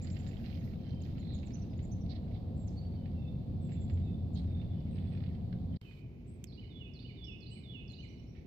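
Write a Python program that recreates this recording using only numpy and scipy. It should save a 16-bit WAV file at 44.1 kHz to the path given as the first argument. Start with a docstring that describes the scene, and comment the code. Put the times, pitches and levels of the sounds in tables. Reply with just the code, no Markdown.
"""A wren-like song of gliding whistles echoes among bare winter trunks, the second of two spots heard in turn.
There, far rumble and air lie under it; a twig of ringing modes ticks and a far bird twitters.
The first spot, before a short break ending in a click, has distant traffic of noise and narrow drones,
hoarse scolds of noise and dry leaves stirred in resonant snaps. Small birds and a far whistler call
at both spots, as gliding near-sines; single leaf crunches, short noise bursts, also go on into the second."""
import sys
import numpy as np
from scipy import signal
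from scipy.fft import rfft, irfft
from scipy.io import wavfile

SR = 44100
rng = np.random.default_rng(int(sys.argv[2]) if len(sys.argv) > 2 else 0)


def inscribe(sig):
    """Save sig as 16-bit PCM at rate SR to the path in sys.argv[1].

    A 1-D sig is mono; a 2-D sig holds one channel per row.
    Samples are clipped to [-1, 1] before scaling.
    """
    pcm = np.round(np.clip(np.atleast_2d(sig).T, -1, 1) * 32767)
    wavfile.write(sys.argv[1], SR, pcm.astype(np.int16))


N = 373086
TIME_S = np.arange(N) / SR
FREQS_HZ = np.maximum(np.arange(N // 2 + 1) * SR / N, 1)

FIRST_END_S, SECOND_START_S = 5.773, 5.815
BREAK_DB = -36   # what is left of the first spot during the break
CLICK_DB, CLICK_DECAY_S = -55.5, 0.0012
RIGHT_LAG_MS, CUTOFF_HZ = .2, 15500

# Stereo field of diffuse sound: (frequency [Hz], left-right likeness [0..1])
LIKENESS = [(25, .82), (60, .95), (130, .97), (300, .8), (600, .6), (1200, .25), (4000, .2), (12000, .2)]
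# (frequency [Hz], left minus right [dB])
BALANCE = [(60, 0.5), (110, 0.1), (200, 0), (380, -2.5), (700, -1), (1290, -6), (2380, -5), (4400, -9.5),
           (8120, 3), (15000, -0.5)]

# Still air, first spot: (frequency [Hz], relative density [dB])
AIR_SPECTRUM = [(900, 6), (1400, -0.5), (2500, 0), (4400, 2), (5800, -11), (8300, -11.5), (10000, -29),
                (12000, -7), (15000, -16.5)]
AIR_DB = -76.5
# Steady hiss on the left, first spot: (centre [Hz], width [Hz], level [dB])
LEFT_HISS = [(2500, 620, -83.5), (3680, 520, -80)]

# Rumble and air, second spot: (frequency [Hz], relative density [dB])
FAR_RUMBLE_SPECTRUM = [(12, -58.5), (20, -32), (48, -5.5), (125, -2), (153, -8), (187, -8), (251, -10),
                       (291, -16), (390, -18), (533, -28.5), (584, -32), (688, -31), (783, -36.5),
                       (1600, -55.5), (2080, -93), (3520, -120)]
FAR_AIR_SPECTRUM = [(1200, -14), (1850, -5), (2150, 1.5), (2450, 4.5), (2900, -5), (3400, -8.5),
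                    (4500, -11), (6500, -16.5), (10000, -32.5), (12000, -15), (15000, -26.5)]
FAR_RUMBLE_DB, FAR_AIR_DB = -47.5, -77.5
SETTLED_S, SETTLE_FADE_S, OPENING_RUMBLE_DB, OPENING_HISS_DB = 6.0, .03, -50.5, -74.5

# Traffic rumble and tyre noise: (frequency [Hz], relative density [dB])
RUMBLE_SPECTRUM = [(12, -47.5), (20, -13.5), (43, -13), (75, -3.5), (91, -1.5), (231, -9), (347, -25),
                   (420, -30), (550, -59.5), (920, -120)]
TYRE_SPECTRUM = [(190, -18.5), (330, -4.5), (425, -8), (517, -5), (595, -10.5), (729, -9.5), (859, -19.5),
                 (1290, -32.5), (1500, -43.5), (1950, -52.5), (3300, -120)]
# Slow swells of rumble and of tyre noise: (time [s], level [dB])
RUMBLE_FLOW = [(0, -39), (1.5, -38.5), (3.0, -39), (4.0, -37.5), (5.75, -39.5)]
TYRE_FLOW = [(0, -58), (1.2, -59), (2.3, -56.5), (3.3, -58.5), (4.3, -58), (5.75, -59)]
# Engine drone: (frequency [Hz], width [Hz], relative level [dB])
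DRONE_LINES = [(87.2, 3.5, -2), (174.6, 5, -8.5), (229, 5.9, -18), (521, 8.4, -31.5), (725, 5.2, -37)]
# Load of the far engines: (time [s], drone gain [dB])
ENGINE_LOAD = [(0, -45), (1.2, -50), (2.9, -44), (4.0, -39.5), (4.7, -41), (5.7, -39.5)]

# Close rub: (frequency [Hz], relative density [dB])
BRUSH_SPECTRUM = [(5000, 4), (7000, -1.5), (9500, -26.5), (12000, 8.5), (15000, -8.5)]
# (time [s], hold [s], relative level [dB])
RUBS = [(.1, 0.25, -84.5), (.36, 0.23, -80), (.62, 0.027, -75.5), (1.0, .1, -82.5)]
RUB_ATTACK_S, RUB_RELEASE_S = .03, .1

# Dry leaves: (frequency [Hz], relative density [dB])
LEAF_SPECTRUM = [(800, -7), (1400, 0), (2200, 6.5), (3300, 2), (4500, 1), (5600, -5), (7000, -21.5),
                 (8800, -24), (10000, -37), (12000, -19), (15000, -24.5)]
# Bouts of stirring: (time [s], hold [s], relative level [dB])
STIRS = [(0.0, 0.44, -66), (.43, 0.19, -64.5), (.7, 0.37, -70.5), (1.02, 0.38, -69.5), (1.5, 0.16, -72.5),
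         (1.78, 0.028, -74), (2.08, 0.044, -68.5), (2.26, .11, -76), (2.66, 0.51, -80.5),
         (3.68, 0.045, -68.5), (3.87, 0.11, -74.5), (4.36, 0.69, -76.5), (4.94, 0.32, -69.5),
         (5.33, .02, -75.5), (5.73, 0.044, -68)]
STIR_ATTACK_S, STIR_RELEASE_S, STIR_REST_DB = 0.017, .07, -82.5   # rest level relative, as in STIRS
# Single crunches: (time [s], relative level [dB], decay constant [s], resonance [Hz])
CRUNCHES = [(0.071, -55, 0.0046, 4000), (0.166, -56.5, 0.0078, 2400), (.197, -63.5, .008, 2200),
            (0.265, -59.5, 0.008, 3600), (0.312, -63, 0.0055, 2300), (.44, -64.5, 0.065, 2400),
            (0.574, -63.5, 0.0069, 2400), (1.052, -65, 0.01, 2600), (1.181, -62.5, 0.0067, 2600),
            (1.388, -63, .003, 5000), (1.429, -63.5, 0.011, 2400), (1.472, -62, 0.0044, 3190),
            (1.505, -65.5, 0.0085, 2500), (1.732, -65.5, .008, 3300), (1.791, -63, 0.0072, 2800),
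            (2.062, -64.5, 0.005, 3990), (3.057, -64.5, 0.0074, 2400), (3.692, -66.5, .008, 2100),
            (3.718, -63, 0.009, 2100), (3.898, -58, 0.0055, 1800), (3.973, -65, 0.0062, 3490),
            (4.615, -67.5, .01, 3200), (4.96, -65, .005, 2800), (4.981, -63, 0.006, 2600),
            (5.12, -65, .008, 2300), (5.149, -61.5, .005, 2000), (5.174, -61.5, 0.006, 2300),
            (5.205, -63.5, .004, 2100), (5.237, -59, 0.006, 2300), (5.262, -64.5, .007, 2700),
            (5.348, -65, 0.0074, 2600), (5.527, -52.5, 0.003, 1600), (5.91, -67, .012, 1900),
            (7.026, -62, .004, 3490), (8.35, -72, 0.056, 2100)]
CRUNCH_RING = 2.2   # strength of each crunch's own resonance
CLUMPS_PER_S, CLUMP_DB = 60, 1.7   # snaps come in uneven clumps
# the leaf sound grows duller: treble gain at first and its loss
LEAF_TREBLE_HZ, LEAF_TREBLE_DB, LEAF_DULLING_DB_PER_S = 4700, 1, 2

# Twig snaps: (time [s], relative level [dB])
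TICKS = [(6.4416, -38), (7.921, -59)]
# Twig modes: (frequency [Hz], relative level [dB], T60 [s])
TWIG_MODES = [(2650, -8, .005), (3300, -5.5, .005), (6500, -3.5, .0045), (7400, -1.5, .0045),
              (8900, -18, .008), (11900, -12, 0.0078)]
TWIG_LOW_HZ = 2000   # the snap is cut off below this

# Harsh scolding notes: (time [s], length [s], centre [Hz], relative level [dB])
SCOLDS = [(2.091, 0.044, 4210, -61.5), (2.152, 0.017, 3780, -64.5), (2.327, 0.06, 3780, -73),
          (4.35, 0.056, 3930, -63.5), (5.759, 0.036, 4200, -68)]
# Run of falling chips: (time [s], relative level [dB])
CHIPS = [(1.205, -65), (1.245, -67), (1.272, -64), (1.293, -62.5), (1.32, -60.5), (1.355, -71)]
CHIP = (0.032, 4500, 3950, 3250)   # (length [s], start [Hz], middle [Hz], end [Hz])

# Contours: (start, middle, end) as multiples of a note's nominal pitch
WHISTLE_CONTOUR, TWITTER_CONTOUR = (1.005, 0.96, 0.97), (0.89, 0.97, 0.98)
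ARCH_CONTOUR, ARCH_LEAN_DB = (.87, 1, .87), -19.5
# Far whistler: (time [s], length [s], nominal pitch [Hz], relative level [dB])
WHISTLES = [(.77, 0.28, 3215, -73.5), (2.95, .1, 3130, -76), (3.16, 0.19, 3680, -73.5),
            (3.14, .17, 2760, -75), (3.58, 0.11, 3650, -75), (3.745, 0.097, 3590, -69),
            (4.015, .12, 3724, -70.5), (4.11, .08, 3600, -73), (4.03, 0.13, 2675, -81),
            (4.47, 0.2, 3700, -68.5), (4.66, 0.083, 3560, -71.5), (4.72, 0.06, 3130, -75),
            (4.98, .13, 3590, -69.5), (5.69, 0.03, 3550, -75), (5.715, .03, 3200, -74),
            (5.817, 0.06, 3130, -64), (5.835, 0.04, 2770, -71), (5.845, 0.08, 2560, -67),
            (5.92, 0.088, 2390, -72.5), (8.335, 0.05, 2380, -74.5)]
# Trembling twitters: (time [s], length [s], nominal pitch [Hz], relative level [dB])
TWITTERS = [(7.88, .05, 6890, -82), (7.985, 0.027, 6100, -76), (8.015, 0.027, 6700, -82),
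            (8.025, 0.03, 7850, -85), (8.08, 0.028, 5980, -74.5), (8.17, .035, 5780, -75.5),
            (8.225, .02, 6300, -82), (8.262, 0.042, 5800, -75.5), (8.36, .03, 5900, -79)]
# Arched chirps: (time [s], length [s], nominal pitch [Hz], relative level [dB])
ARCHES = [(.015, 0.041, 7370, -58), (.102, 0.036, 7370, -61.5), (.185, 0.029, 7320, -64),
          (.268, .028, 7240, -64), (1.533, .03, 6270, -59), (1.612, .024, 5900, -66),
          (1.773, 0.012, 6950, -72), (1.821, 0.039, 7300, -66), (1.911, .031, 6250, -61.5),
          (2.004, 0.027, 5900, -69)]
# Down-slurs from one top pitch: (time [s], length [s], middle [Hz], end [Hz], relative level [dB])
SLURS = [(1.013, 0.016, 6500, 5040, -65.5), (1.181, 0.034, 6930, 6850, -75),
         (1.334, .038, 6750, 6600, -64.5), (1.454, .037, 6830, 5100, -68), (2.669, .026, 6120, 4700, -62.5),
         (4.331, 0.032, 6900, 6200, -69)]
SLUR_TOP_HZ, SLUR_LEAN_DB = 7900, -18
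# Thin, nearly level notes: (time [s], length [s], start [Hz], end [Hz], relative level [dB])
THIN_NOTES = [(.585, 0.048, 6470, 6350, -77), (.885, .019, 6000, 5880, -74), (1.51, .05, 5300, 5050, -73),
              (1.7, .04, 5050, 4850, -76), (2.556, .085, 7620, 7430, -70), (2.764, .05, 4470, 4520, -60),
              (2.83, 0.041, 4500, 4480, -70), (2.93, .04, 4490, 4460, -75),
              (3.612, 0.07, 7900, 7450, -71.5), (3.71, .05, 7400, 7220, -68.5),
              (3.799, .06, 7360, 7240, -69), (3.9, .06, 7290, 7240, -75.5), (4.345, .062, 8150, 8140, -79),
              (4.904, 0.085, 8400, 8170, -79), (5.06, .12, 8480, 8380, -81.5)]
THIN_LEAN_DB = -11.5
# Peaked calls: (time [s], relative level [dB])
PEAKED_CALLS = [(6.262, -71), (7.498, -66.5)]
# Strokes of one peaked call:
# (time into call [s], length [s], start [Hz], middle [Hz], end [Hz], relative level [dB])
PEAKED_STROKES = [(0, .066, 7320, 7870, 8480, 2), (.066, .043, 8530, 8300, 7400, -2)]

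# One song phrase, pitches before the round's factor:
# (time into phrase [s], length [s], start [Hz], middle [Hz], end [Hz], relative level [dB])
PHRASE = [(-.003, .014, 5900, 4960, 4600, -8), (.01, .03, 4560, 4280, 3990, -3.5),
          (0.051, .019, 3200, 4050, 4700, -0.5), (.068, .03, 4600, 4650, 4620, -11),
          (0.105, .036, 2830, 2952, 3060, 0), (.146, .032, 2650, 2330, 2050, -4.5),
          (.228, .04, 3810, 3590, 3494, -4), (.268, .062, 3470, 3440, 3420, -0.5),
          (.328, .042, 3030, 2855, 2580, 3.5), (.37, .06, 2573, 2557, 2545, -2.5)]
# Rounds of the phrase: (time [s], relative level [dB], pitch factor [ratio])
ROUNDS = [(6.47, -59, 1), (6.937, -55.5, 1), (7.405, -55.5, 1), (7.878, -55, .995)]
SONG_END_S = 8.08   # no song note starts from here on
SCATTER_HZ = 3850   # notes above this middle pitch are scattered more by twigs
SWELL = 1.05   # above 1, any note is loudest after its middle
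# Upward flick from the singer's side: (time [s], length [s], start [Hz], middle [Hz], end [Hz])
FLICK = (7.238, .017, 4250, 5330, 5400)
FLICK_DB = -60.5


def from_db(db):
    """Decibels to gain."""
    return 10 ** (np.asarray(db) / 20)


def rms_one(x):
    """Scale to unit power."""
    return x / np.sqrt(np.mean(x ** 2) + 1e-20)


def level_curve(rows):
    """Gain over time from (time [s], level [dB])."""
    time_s, level_db = np.transpose(rows)
    return from_db(np.interp(TIME_S, time_s, level_db))


def over_hz(points):
    """Table read along the log-frequency axis."""
    hz, value = np.transpose(points)
    return np.interp(np.log(FREQS_HZ), np.log(hz), value)


def add(out, start_s, sound):
    """Mix a sound in at a time."""
    at = max(round(start_s * SR), 0)
    out[..., at:at + sound.shape[-1]] += sound[..., :max(N - at, 0)]


def panned(lean_db):
    """Left and right gains, left minus right in dB, with mean 1."""
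    gains = from_db([[lean_db / 2], [-lean_db / 2]])
    return gains / gains.mean()


def white():
    """Two unrelated noises."""
    return rng.standard_normal((2, N))


def shape(points):
    """Gain per frequency, falling steeply outside the table."""
    below = np.minimum(FREQS_HZ / points[0][0], 1)
    above = np.minimum(points[-1][0] / FREQS_HZ, 1)
    return from_db(over_hz(points)) * (below * above) ** 4


def hump(hz, width_hz):
    """Resonance gain, halved at width_hz to either side."""
    return 1 / (1 + ((FREQS_HZ - hz) / width_hz) ** 2)


def diffuse(pair, gain):
    """Colour two signals and spread them: alike in the bass, apart in the treble; the middle has rms 1."""
    mid, side = rfft(pair) * gain
    alike = np.clip(over_hz(LIKENESS), 0, .995)
    mid = mid * np.sqrt(1 + alike)
    side = side * np.sqrt(1 - alike)
    lean = from_db(over_hz(BALANCE) / 2)
    out = irfft(np.array([(mid + side) * lean, (mid - side) / lean]), N)
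    return out / out.mean(0).std()


def trunks(x, wet_db, t60_s, near_db=-6, near_s=0.013, build_s=0.0024):
    """Direct sound, smeared by nearby twigs, then many small trunk echoes, different in each ear."""
    t = TIME_S[:SR * 3 // 2]
    scatter = rng.standard_normal((2, 2, len(t)))
    near = scatter[0] * np.exp(-t / near_s)
    far = scatter[1] * from_db(-60 * t / t60_s) * (1 - np.exp(-t / build_s))
    near /= np.linalg.norm(near, axis=1, keepdims=True)
    far /= np.linalg.norm(far, axis=1, keepdims=True)
    echoes = from_db(near_db) * near + from_db(wet_db) * far
    return x + signal.fftconvolve(x, echoes, axes=1)[:, :N]


def rebounds(x, first_db, latest_s, count=6):
    """A few thick trunks each send back a distinct echo, weaker the later it comes."""
    out = x.copy()
    for ear in (0, 1):
        for share in rng.uniform(.2, 1, count):
            add(out[ear], share * latest_s, from_db(first_db) * .2 / share * x[ear])
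    return out


def bouts(rows, attack_s, release_s):
    """Gain of overlapping gestures that each rise, hold and die away; powers add."""
    power = np.zeros(N)
    for start_s, hold_s, db in rows:
        rise = np.clip((TIME_S - start_s) / attack_s, 0, 1)
        fall = np.exp(-np.maximum(TIME_S - start_s - hold_s, 0) / release_s)
        power += (from_db(db) * rise * fall) ** 2
    return np.sqrt(power)


def note(length_s, start_hz, middle_hz, end_hz, waver=.006, flutter_db=0):
    """Near-sine whistle gliding through three pitches, unsteady in pitch and strength."""
    u = np.linspace(0, 1, round(length_s * SR))
    bend, tremble = (np.interp(u, np.linspace(0, 1, 16), rng.standard_normal(16)) for _ in range(2))
    glide_hz = np.polyval(np.polyfit([0, .5, 1], [start_hz, middle_hz, end_hz], 2), u)
    phase = 2 * np.pi * np.cumsum(glide_hz * (1 + waver * bend)) / SR
    envelope = np.abs(np.sin(np.pi * u ** SWELL)) ** 0.56
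    return np.sin(phase) * envelope * from_db(flutter_db * tremble)


def notes(rows, waver=.006, flutter_db=0):
    """Play (time [s], length [s], start [Hz], middle [Hz], end [Hz], level [dB])."""
    out = np.zeros(N)
    for start_s, length_s, start_hz, middle_hz, end_hz, db in rows:
        add(out, start_s, from_db(db) * note(length_s, start_hz, middle_hz, end_hz, waver, flutter_db))
    return out


def contoured(rows, contour):
    """Give notes of one kind their shared contour, each at its own pitch."""
    return [(s, length_s, *(hz * np.array(contour)), db) for s, length_s, hz, db in rows]


def repeated(starts, pattern):
    """Lay out a pattern of notes at every (time [s], level [dB])."""
    return [(s + offset_s, *glide, db + note_db)
            for s, db in starts for offset_s, *glide, note_db in pattern]


def still_air():
    """Faint broadband hiss at the first spot, plus narrow noise bands on the left."""
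    left = np.zeros(N)
    for hz, width_hz, db in LEFT_HISS:
        band = irfft(rfft(white()[0]) * hump(hz, width_hz) ** 2, N)
        left += from_db(db) * rms_one(band)
    return from_db(AIR_DB) * diffuse(white(), shape(AIR_SPECTRUM)) + left * [[1], [0]]


def quiet_woods():
    """Far rumble and still air at the second spot; for a moment the sound is thinner and hissier."""
    settled = np.clip((TIME_S - SETTLED_S) / SETTLE_FADE_S, 0, 1)
    rumble_db = OPENING_RUMBLE_DB + settled * (FAR_RUMBLE_DB - OPENING_RUMBLE_DB)
    rumble = from_db(rumble_db) * diffuse(white(), shape(FAR_RUMBLE_SPECTRUM))
    hiss = from_db(OPENING_HISS_DB) * (1 - settled) * diffuse(white(), shape(AIR_SPECTRUM))
    air = from_db(FAR_AIR_DB) * diffuse(white(), shape(FAR_AIR_SPECTRUM))
    return rumble + hiss + air


def traffic():
    """Far engines drone in narrow noise lines over swelling rumble and tyre noise."""
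    drone = sum(from_db(db) * diffuse(white(), hump(hz, width_hz)) for hz, width_hz, db in DRONE_LINES)
    rumble = level_curve(RUMBLE_FLOW) * diffuse(white(), shape(RUMBLE_SPECTRUM))
    tyres = level_curve(TYRE_FLOW) * diffuse(white(), shape(TYRE_SPECTRUM))
    return rumble + tyres + level_curve(ENGINE_LOAD) * drone


def brushing():
    """Faint bright rub of dry stuff close by: shaped noise under slow gestures."""
    rub = bouts(RUBS, RUB_ATTACK_S, RUB_RELEASE_S) * diffuse(white(), shape(BRUSH_SPECTRUM))
    return rub * panned(lean_db=-9.0)


def leaf_grains(per_s, spread_db, sharpness, patchy_db=3.0, patches_per_s=22, count=18):
    """Tiny snaps of uneven size, each ringing briefly at the pitch of its own leaf; the leaves take turns."""
    sizes = from_db(spread_db * np.minimum(rng.exponential(1, (2, N)), 4))
    snaps = white() * sizes * (rng.random((2, N)) < per_s / SR)
    leaf = rng.integers(0, count, N)
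    turns = from_db(patchy_db * np.clip(rng.standard_normal((count, 1000)), -2, 2))
    snaps = snaps * turns[leaf, (TIME_S * patches_per_s).astype(int)]
    out = np.zeros((2, N))
    for k, hz in enumerate(np.geomspace(1200, 13000, count)):
        ring = signal.iirpeak(hz, sharpness, fs=SR)
        out += signal.lfilter(*ring, snaps * (leaf == k) + 1e-18)
    return out


def crunches():
    """Each crunch of a leaf is a short noise burst, coloured by a resonance of its own."""
    out, t = np.zeros((2, N)), TIME_S[:SR // 4]
    for start_s, db, decay_s, hz in CRUNCHES:
        burst = rng.standard_normal((2, len(t)))
        ring = signal.lfilter(*signal.iirpeak(hz, 2, fs=SR), burst)
        burst = rms_one(burst + CRUNCH_RING * ring)
        add(out, start_s, from_db(db) * burst * np.exp(-t / decay_s))
    return out.std() * diffuse(out, shape(LEAF_SPECTRUM))   # recoloured, then rescaled


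def leaves(stir_db=-6.0):
    """Dry leaves crackle in clumps as an animal stirs; single crunches, short noise bursts, are added on top."""
    grains = leaf_grains(per_s=1900, spread_db=3.0, sharpness=9.0)
    clump_db = CLUMP_DB * np.interp(TIME_S * CLUMPS_PER_S, np.arange(N), rng.standard_normal(N))
    activity = from_db(STIR_REST_DB) + bouts(STIRS, STIR_ATTACK_S, STIR_RELEASE_S)
    activity = activity * from_db(clump_db) * (TIME_S < FIRST_END_S)
    out = from_db(stir_db) * activity * diffuse(grains, shape(LEAF_SPECTRUM)) + crunches()
    lowpass = signal.butter(4, LEAF_TREBLE_HZ, fs=SR, output="sos")
    body = signal.sosfiltfilt(lowpass, out)
    treble = (out - body) * from_db(LEAF_TREBLE_DB - LEAF_DULLING_DB_PER_S * TIME_S)
    return trunks((body + treble) * panned(lean_db=-7.5), wet_db=-6.5, t60_s=0.18, near_db=-12.5)


def twig():
    """A dry snap close by: decaying modes ring for a few milliseconds."""
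    t, out = TIME_S[:SR // 20], np.zeros(N)
    snap = sum(from_db(db - 60 * t / t60_s) * np.sin(2 * np.pi * hz * t) for hz, db, t60_s in TWIG_MODES)
    snap = signal.sosfilt(signal.butter(3, TWIG_LOW_HZ, "high", fs=SR, output="sos"), snap)
    for start_s, db in TICKS:
        add(out, start_s, from_db(db) * snap)
    return trunks(out * panned(lean_db=-16.0), wet_db=-25, t60_s=0.17, near_db=-12, near_s=0.005)


def scolds(width_hz=850):
    """Hoarse notes: bursts of noise in one broad resonance with steep skirts."""
    out = np.zeros((2, N))
    for start_s, length_s, hz, db in SCOLDS:
        swell = np.sqrt(np.abs(np.sin(np.pi * np.clip((TIME_S - start_s) / length_s, 0, 1))))
        out += from_db(db) * swell * diffuse(white(), hump(hz, 2 * width_hz) ** 3)
    return trunks(out * panned(lean_db=-6.5), wet_db=-11.5, t60_s=0.5, near_db=-7.0)


def chips():
    """A hurried run of falling chips that blur together in the echoes."""
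    out = np.zeros(N)
    for start_s, db in CHIPS:
        add(out, start_s, from_db(db) * note(*CHIP, waver=0.022))
    return trunks(out * panned(lean_db=-18.5), wet_db=1.5, t60_s=0.57, near_db=-5)


def far_whistler():
    """Soft, wavering, broken whistles, mostly echo."""
    out = notes(contoured(WHISTLES, WHISTLE_CONTOUR), waver=.014, flutter_db=2.5)
    return trunks(out * panned(lean_db=-13.5) * from_db(-3), wet_db=3.5, t60_s=0.86, near_db=1.0)


def twitter():
    """A far bird's grainy flutter of short unsteady notes, blurred by the trunks."""
    out = notes(contoured(TWITTERS, TWITTER_CONTOUR), waver=.016, flutter_db=4.0)
    return trunks(out * panned(lean_db=-11) * from_db(-2.5), wet_db=2.5, t60_s=0.55, near_db=1.0)


def small_birds():
    """Thin high calls from the branches nearby: arches, down-slurs, level notes and, closer, peaked calls."""
    arches = notes(contoured(ARCHES, ARCH_CONTOUR), waver=.007, flutter_db=1.5)
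    slur_rows = [(s, length_s, SLUR_TOP_HZ, middle, end, db) for s, length_s, middle, end, db in SLURS]
    slurs = notes(slur_rows, waver=.014, flutter_db=3.0)
    chirps = panned(ARCH_LEAN_DB) * arches + panned(SLUR_LEAN_DB) * slurs
    thin_rows = [(s, length_s, start, (start + end) / 2, end, db)
                 for s, length_s, start, end, db in THIN_NOTES]
    thin = panned(THIN_LEAN_DB) * notes(thin_rows, waver=.005, flutter_db=2.0)
    peaked = panned(lean_db=2.0) * notes(repeated(PEAKED_CALLS, PEAKED_STROKES))
    return (trunks(chirps, wet_db=-6.0, t60_s=0.52, near_db=-8.0)
            + trunks(thin, wet_db=-3.5, t60_s=0.75, near_db=-7.0)
            + trunks(peaked, wet_db=-10.5, t60_s=0.45, near_db=-4.0))


def song():
    """One rolling phrase repeated at a steady pace, never quite alike; high notes are scattered more."""
    sung = [(s + offset_s, length_s, *(pitch * np.array(glide)), db + note_db)
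            for s, db, pitch in ROUNDS
            for offset_s, length_s, *glide, note_db in PHRASE if s + offset_s < SONG_END_S]
    low_rows = [row for row in sung if row[3] < SCATTER_HZ]
    high_rows = [row for row in sung if row[3] >= SCATTER_HZ]
    side = panned(lean_db=-12.5)
    low = notes(low_rows, waver=0.0069, flutter_db=2.5) * side * from_db(2.0)
    high = notes(high_rows, waver=0.02, flutter_db=3.0) * side * from_db(-2.5)
    flick = notes([(*FLICK, FLICK_DB)]) * side
    low = rebounds(low, first_db=-8, latest_s=.22)
    return (trunks(low, wet_db=-5.5, t60_s=0.92, near_db=-8, near_s=0.016, build_s=0.012)
            + trunks(high, wet_db=3.0, t60_s=1.0, near_db=0.5, near_s=0.006, build_s=0.012)
            + trunks(flick, wet_db=3.0, t60_s=0.53, near_db=-0.5, near_s=0.009))


def break_click():
    """Noise that swells and dies within milliseconds, peaking where the second spot starts."""
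    envelope = np.exp(-np.abs(TIME_S - SECOND_START_S) / CLICK_DECAY_S)
    return from_db(CLICK_DB) * envelope * diffuse(white(), shape(AIR_SPECTRUM))


def scene():
    """The first spot, a short break ending in a click, then the second."""
    first = still_air() + traffic() + brushing() + scolds() + chips()
    second = quiet_woods() + twig() + twitter() + song()
    wildlife = leaves() + far_whistler() + small_birds()
    before = np.clip((FIRST_END_S - TIME_S) / .003, 0, 1)
    after = np.clip((TIME_S - SECOND_START_S) / .001, 0, 1)
    first_gain = np.maximum(before, from_db(BREAK_DB) * (1 - after))
    return first_gain * (first + wildlife) + break_click() + after * (second + wildlife)


def record(dry):
    """Sound reaches the right port a little later; the top is cut steeply."""
    right = np.pad(dry[1], (round(RIGHT_LAG_MS * SR / 1000), 0))[:N]
    lowpass = signal.ellip(10, .2, 80, CUTOFF_HZ, fs=SR, output="sos")
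    return signal.sosfilt(lowpass, [dry[0], right])


dry = scene()
out = record(dry)
inscribe(out)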